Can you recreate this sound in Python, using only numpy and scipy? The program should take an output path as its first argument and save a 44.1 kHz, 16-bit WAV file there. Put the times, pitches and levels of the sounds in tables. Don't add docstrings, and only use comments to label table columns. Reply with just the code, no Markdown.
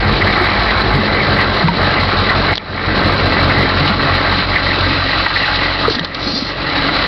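import sys
import numpy as np
from scipy import signal
from scipy.fft import rfft, irfft, next_fast_len
from scipy.io import wavfile
from scipy.ndimage import uniform_filter1d, minimum_filter1d, map_coordinates

SR = 44100
rng = np.random.default_rng(int(sys.argv[2]) if len(sys.argv) > 2 else 0)


def dump_mix(stems):
    frames = np.atleast_2d(stems).T
    limited = np.clip(frames, -1, 1)
    pcm = np.round(limited * 32767).astype(np.int16)
    wavfile.write(sys.argv[1], SR, pcm)


N = 311787


def amp(db):
    return 10 ** (np.asarray(db) / 20)


def unit(x):
    return x / np.sqrt(np.mean(x ** 2) + 1e-20)


def curves(rows):
    t, *columns = np.transpose(rows)
    return [np.interp(np.arange(N) / SR, t, column) for column in columns]


def wobble(rate):
    knots = rng.standard_normal(int(N * rate / SR) + 4)
    return map_coordinates(knots, [np.arange(N) * rate / SR])


def colour(x, spectrum):
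    m = 2 * next_fast_len(N // 2 + 8192)
    hz, db = np.transpose(spectrum)
    gain = amp(np.interp(np.log(np.fft.rfftfreq(m, 1 / SR) + 1), np.log(hz), db))
    cepstrum = irfft(np.log(np.maximum(gain, 1e-4)))
    cepstrum[1:m // 2] *= 2
    cepstrum[m // 2 + 1:] = 0
    response = np.exp(rfft(cepstrum))
    return unit(irfft(rfft(x, m) * response)[:N])


def low_pass(x, hz):
    m = next_fast_len(N + 8192)
    gain = 1 / np.sqrt(1 + (np.fft.rfftfreq(m, 1 / SR) / hz) ** 90)
    return irfft(rfft(x, m) * gain, m)[..., :N]


def add(track, s, sound):
    part = track[round(s * SR):][:len(sound)]
    part += sound[:len(part)]


# (t/s, share heard from outside/0-1)
OUTSIDE_SHARE = [(0, 0), (3.8, 0.38), (4.5, 0.7), (5.2, 0.93), (7.07, 0.86)]


def outside():
    return np.clip(curves(OUTSIDE_SHARE)[0], 0, 1)


def heard(x, cab, street):
    share = outside()
    return unit((1 - share) * colour(x, cab) + share * colour(x, street))


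def level(cab_db, street_db, unrest_db):
    return cab_db + outside() * (street_db - cab_db) + unrest_db * wobble(13)


# (t/s at the deepest, level/dB, half width/s at 1/e of the depth)
LEVEL_DIPS = [(1.49, -3.5, .035), (1.659, -2.5, .025), (1.72, -0.5, .02), (3.962, -4.5, .032),
              (4.47, -4, 0.037), (5.02, -4, 0.023), (5.75, -3, 0.041), (6.111, -4.5, 0.078),
              (6.43, -10, 0.24)]


def dips():
    t = np.arange(N) / SR
    return sum(db * np.exp(-((t - s) / width) ** 2) for s, db, width in LEVEL_DIPS)


# (t/s, f/Hz, level/dB)
LOW_DRONE = [(0, 53.3, -20), (.15, 50.3, -21), (.25, 52.7, -44), (.48, 51.7, -39), (.6, 55.26, -21),
             (.78, 55.8, -26), (.88, 52.1, -19), (1, 50.3, -27), (1.15, 47.3, -80)]


def drone():
    hz, db = curves(LOW_DRONE)
    turn = 2 * np.pi * np.cumsum(hz) / SR
    return np.sqrt(2) * amp(db) * (np.sin(turn) + amp(-8.0) * np.sin(2 * turn))


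# (t/s, level/dB)
SCRAPE_SWELL = [(6.1, -70), (6.2, -26), (6.29, -21.5), (6.34, -23), (6.38, -19.5), (6.43, -26.5),
                (6.49, -24), (6.58, -56)]
# (f/Hz, level/dB)
GRIT_COLOUR = [(1500, -59), (3000, -25), (3600, -13.5), (4200, -3.5), (4550, -11), (4900, -7),
               (5500, -21.5), (6200, -33.5), (9000, -37)]
# (f/Hz, width/Hz, level/dB)
METAL_MODES = [(3570, 17, -5), (3900, 25, -15), (4280, 18, 2), (4700, 35, -5), (5340, 51, -7.5)]


def scuff():
    grit = rng.standard_normal(N) * amp(1.8 * wobble(150))
    ring = np.zeros(N)
    for hz, width, db in METAL_MODES:
        mode = unit(signal.lfilter(*signal.iirpeak(hz, hz / width, SR), grit))
        ring += amp(db + 3.5 * wobble(21)) * mode
    scrape = unit(colour(grit, GRIT_COLOUR) + amp(.5) * unit(ring))
    return amp(curves(SCRAPE_SWELL)[0]) * scrape


# (t/s at the start, rms level/dB at the top of the swell, length/s)
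PANEL_BUZZES = [(.202, -11, .035), (.255, -14.5, 0.043), (.411, -17.5, 0.13), (.64, -17.5, 0.11),
                (1.385, -15, .06), (2.274, -15, 0.049), (3.492, -12, 0.04), (4.545, -7.5, 0.044),
                (4.69, -17, 0.048), (5.349, -11.5, .04), (5.426, -12, 0.035)]


def buzzes():
    out = np.zeros(N)
    mode = signal.iirpeak(1940, 5, SR)
    for s, db, length in PANEL_BUZZES:
        ring = signal.lfilter(*mode, signal.lfilter(*mode, rng.standard_normal(SR // 2)))
        swell = np.hanning(round(length * SR))
        add(out, s, amp(db) * swell * unit(ring[-len(swell):]))
    return out


# (t/s, peak level/dB, f/Hz, t60/s)
HOLLOW_BUMPS = [(0.409, -11.5, 363, 0.12), (0.944, -11, 146, .08), (0.983, -7.5, 224, 0.055),
                (1.636, -2.5, 162.7, 0.21), (1.676, -8, 175.4, 0.34), (1.685, -1.5, 944, .073),
                (2.023, -11.5, 134, 0.078), (3.801, -11.5, 147.5, 0.26), (3.897, -9.5, 205.5, 0.084),
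                (5.85, -7, 1254, .07), (5.88, -1, 450, 0.048), (5.881, -16, 111, 0.047),
                (5.906, -5, 340, .02), (5.961, -9, 242, 0.13), (6.004, -9, 169, 0.098),
                (6.265, -12.5, 257, 0.024), (6.334, -13.5, 229, .05), (6.421, -11, 248, 0.025)]


def bumps():
    out, t = np.zeros(N), np.arange(SR // 4) / SR
    swell_cycles = 1.05
    for s, db, hz, t60 in HOLLOW_BUMPS:
        attack = 1 - np.exp(-(t * hz / swell_cycles) ** 2)
        ring = np.sin(2 * np.pi * hz * t) * attack * amp(-60 * t / t60)
        add(out, s, amp(db) * ring / np.abs(ring).max())
    return out


# (t/s, peak level/dB, f/Hz, t60/s)
CLOSE_CLICKS = [(1.6815, -0.5, 2070, 0.021), (2.537, 9.5, 3920, .0052), (2.554, 15.5, 3770, 0.01),
                (2.562, 12, 4010, .008), (2.572, 13, 3800, .0087), (2.578, 14, 3140, 0.0093),
                (5.895, 2.5, 4100, 0.13), (5.911, 5.5, 4100, .1), (5.947, 5.5, 3960, 0.043),
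                (5.993, 5, 3500, 0.018), (6.046, 6, 4000, 0.023), (6.144, -1, 3870, 0.034)]


def clicks():
    out, t = np.zeros(N), np.arange(SR // 4) / SR
    crack_db, crack_db_per_octave = -9, 8
    for s, db, hz, t60 in CLOSE_CLICKS:
        attack = 1 - np.exp(-t / (0.12 * t60))
        burst = rng.standard_normal(len(t)) * amp(-60 * t / t60) * attack
        mode = signal.iirpeak(hz, 2.2, SR)
        ring = signal.lfilter(*mode, signal.lfilter(*mode, burst))
        knock = signal.lfilter(*signal.butter(2, 2000, fs=SR), burst)
        body = signal.lfilter(*signal.butter(6, 4800, fs=SR), ring + amp(-8) * knock)
        crack = signal.sosfilt(signal.butter(12, 9500, "high", fs=SR, output="sos"), burst)
        click = body + amp(crack_db + crack_db_per_octave * np.log2(hz / 3800)) * crack
        add(out, s, amp(db) * click / np.abs(click).max())
    return out


def blows(crank, cylinder_db, lag, rise, t60, scatter_db, jitter, loose):
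    t = np.arange(SR // 6) / SR
    decay = (1 - np.exp(-t / rise)) * amp(-60 * t / t60)
    firing = np.arange(int(crank[-1]))
    late, size = rng.standard_normal((400, 2))[firing].T
    on_time = np.interp(firing + lag, crank, np.arange(N))
    start = np.clip(on_time + jitter * SR * late, 0, N - 1).astype(int)
    cylinder = firing % len(cylinder_db)
    strength = amp(cylinder_db[cylinder] + scatter_db * size)
    own_ring = rng.standard_normal((len(cylinder_db), len(t)))[cylinder]
    loose_ring = rng.standard_normal((len(firing), len(t)))
    ringing = np.sqrt(1 - loose) * own_ring + np.sqrt(loose) * loose_ring
    sample = start[:, None] + np.arange(len(t))
    blow = strength[:, None] * ringing * decay
    return unit(np.bincount(sample.ravel(), blow.ravel(), N)[:N])


def lope(crank, swing_db, peak_share):
    return swing_db * np.cos(2 * np.pi * (crank / len(CYLINDER_BALANCE) - peak_share))


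# (t/s, body rumble level/dB, exhaust note level/dB)
LOW_END = [(0, -18, -24), (.3, -18, -24.5), (.65, -21, -31.5), (.95, -17.5, -25), (2.5, -19, -22.5),
           (3.05, -16.5, -21.5), (3.55, -17.5, -19.5), (4.0, -19.5, -24), (4.85, -22, -22.5),
           (5.45, -26, -31), (5.8, -22.5, -26.5), (6.3, -19, -30.5), (7.07, -21.5, -34.5)]
# (multiple of the firing rate, level/dB against the octave)
EXHAUST_OVERTONES = [(3, -9), (4, -20), (6, -17)]
# (f/Hz, level/dB)
PANELS_IN_CAB = [(59, -29), (100, 0), (118, -9), (140, -3), (172, -7.5), (210, 0), (246, -10.5), (348, -5),
                 (376, -6), (750, -11), (980, -42.5), (1650, -120)]
PANELS_OUTSIDE = [(59, -20), (100, -13), (113, -7), (130, -5.5), (205, -5), (242, -13.5), (261, -3),
                  (280, 0.5), (366, -10), (399, -11), (500, -10), (549, -6), (750, -19.5), (980, -37.5),
                  (1650, -120)]
DEEP_SHUDDER = [(15, -32.5), (30, -21.5), (42, -5.5), (60, -1), (80, 1), (110, -9.5), (160, -28.5),
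                (400, -87)]


def exhaust(crank):
    body_db, note_db = curves(LOW_END)
    firing_db = -28 + .45 * (note_db - note_db.mean()) + .8 * wobble(8)
    octave_db = note_db + 1.2 * wobble(8)
    turn = 2 * np.pi * (crank + 0.0051 * wobble(13))
    upper = np.sin(2 * turn)
    for multiple, db in EXHAUST_OVERTONES:
        phase = rng.uniform(0, 2 * np.pi)
        upper += amp(db + 2.9 * wobble(6.9)) * np.sin(multiple * turn + phase)
    tones = amp(firing_db) * np.sin(turn) + amp(octave_db) * upper
    note = np.sqrt(2) * amp(lope(crank, swing_db=2.6, peak_share=0.54)) * tones
    rumble_db = np.transpose(CYLINDER_BALANCE)[2]
    thuds = blows(crank, rumble_db, lag=0, rise=0.0011, t60=0.27, scatter_db=1.05, jitter=0.00062, loose=0.77)
    shaken = heard(thuds, PANELS_IN_CAB, PANELS_OUTSIDE) + amp(-11.0) * colour(thuds, DEEP_SHUDDER)
    dip_share = 0.68
    return amp(dip_share * dips()) * (note + amp(body_db) * shaken)


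def engine_bay(x, wet_db, t60):
    t = np.arange(SR // 5) / SR
    tail = rng.standard_normal(len(t)) * amp(-60 * t / t60)
    return x + amp(wet_db) * signal.fftconvolve(x, tail / np.linalg.norm(tail))[:N]


def patchy(x, depth_db):
    bands = signal.stft(x, nperseg=512)[2]
    field = rng.standard_normal(bands.shape)
    for _ in range(2):
        field = uniform_filter1d(field, size=3, axis=0)
        field = uniform_filter1d(field, size=9, axis=1)
    return unit(signal.istft(bands * amp(depth_db * unit(field)), nperseg=512)[1][:N])


# (knock and valve level/dB, injector and slap level/dB, rumble level/dB)
CYLINDER_BALANCE = [(-1, -2, -3), (1, -8.5, -1.5), (0, -5, -2), (-1, -1, -1), (-1, -0.5, -3), (-2.5, -4, 0),
                    (-1, -3.5, -3), (-0.5, -2.5, -0.5)]
# (f/Hz, level/dB)
BLOCK_IN_CAB = [(400, -21.5), (660, -8.5), (760, -3.5), (857, -2.5), (985, -5), (1050, -1.5), (1130, -2),
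                (1230, -0.5), (1350, -0.5), (1620, -2.5), (2110, -28), (3500, -100)]
BLOCK_OUTSIDE = [(400, -21), (660, -6.5), (761, -4.5), (850, -4), (933, -3.5), (1040, -5.5), (1220, 2),
                 (1340, 0), (1450, 1), (1620, -4), (2110, -32), (3500, -90.5)]
# (f/Hz, level/dB)
SHEET_IN_CAB = [(940, -26.5), (1500, -8), (1750, -5.5), (1900, 0), (2050, 1), (2230, -3.5), (2420, -8.5),
                (2750, -13.5), (3300, -15), (4290, -38), (7200, -100)]
SHEET_OUTSIDE = [(940, -26), (1600, -3.5), (1740, -11), (1870, 3), (2030, 1), (2200, -4.5), (2370, -10),
                 (2680, -8.5), (3110, -12), (4290, -32.5), (7200, -100)]
# (f/Hz, level/dB)
VALVE_COLOUR = [(1700, -37), (2350, -8), (2650, -6.5), (3100, -7.5), (3450, -8), (3800, -3.5), (4000, 0),
                (4230, -0.5), (4600, -7), (5270, -18), (5940, -32), (7700, -58.5), (13000, -110)]


def clatter(crank):
    knock_db = level(cab_db=-17.5, street_db=-18.3, unrest_db=0.56)
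    sheet_db = level(cab_db=-21.5, street_db=-19.5, unrest_db=0.36)
    sheet_db += lope(crank, swing_db=0.99, peak_share=0.9)
    valve_db = level(cab_db=-22.5, street_db=-20.5, unrest_db=0.57)
    knocks, ticks, _ = np.transpose(CYLINDER_BALANCE)
    knock = blows(crank, knocks, lag=0, rise=0.0013, t60=0.2, scatter_db=1.1, jitter=.001, loose=0.73)
    slap = blows(crank, ticks, lag=.5, rise=0.0013, t60=0.063, scatter_db=3.5, jitter=.004, loose=0.75)
    injectors = blows(crank, ticks, lag=0.04937, rise=0.0011, t60=0.34, scatter_db=1.1, jitter=.0008, loose=0.8)
    valves = blows(crank, knocks, lag=.6, rise=0.0012, t60=0.077, scatter_db=2.6, jitter=.004, loose=0.63)
    shake = engine_bay(knock + amp(-7.5) * slap, wet_db=-9, t60=.1)
    block = heard(patchy(shake, depth_db=0.8), BLOCK_IN_CAB, BLOCK_OUTSIDE)
    late_shake = np.roll(shake, 70)
    sheet = heard(patchy(late_shake, depth_db=2.33), SHEET_IN_CAB, SHEET_OUTSIDE)
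    ticking = engine_bay(injectors + amp(-4) * valves, wet_db=-14.0, t60=0.047)
    gear = colour(patchy(ticking, depth_db=0.2), VALVE_COLOUR)
    return amp(dips()) * (amp(knock_db) * block + amp(sheet_db) * sheet + amp(valve_db) * gear)


def scene():
    idle_hz, hunt_hz = 45.5, .15
    crank = np.cumsum(idle_hz + hunt_hz * wobble(3)) / SR
    around = drone() + scuff() + buzzes() + bumps() + clicks()
    return (around + exhaust(crank) + clatter(crank))[None]


def gain_control(x, ceiling_db, release_db):
    recovery = release_db * np.arange(N) / SR
    excess = np.maximum(20 * np.log10(np.abs(x) + 1e-9) - ceiling_db, 0)
    cut = np.maximum.accumulate(excess + recovery, axis=-1) - recovery
    gain_db = uniform_filter1d(minimum_filter1d(-cut, size=36), size=36)
    return x * amp(gain_db)


def record(dry):
    ridden = gain_control(dry, ceiling_db=-2.5, release_db=43.5)
    held = low_pass(ridden, hz=5950)
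    return low_pass(np.clip(held, -.71, .71), hz=15800)


dry = scene()
out = record(dry)
dump_mix(out)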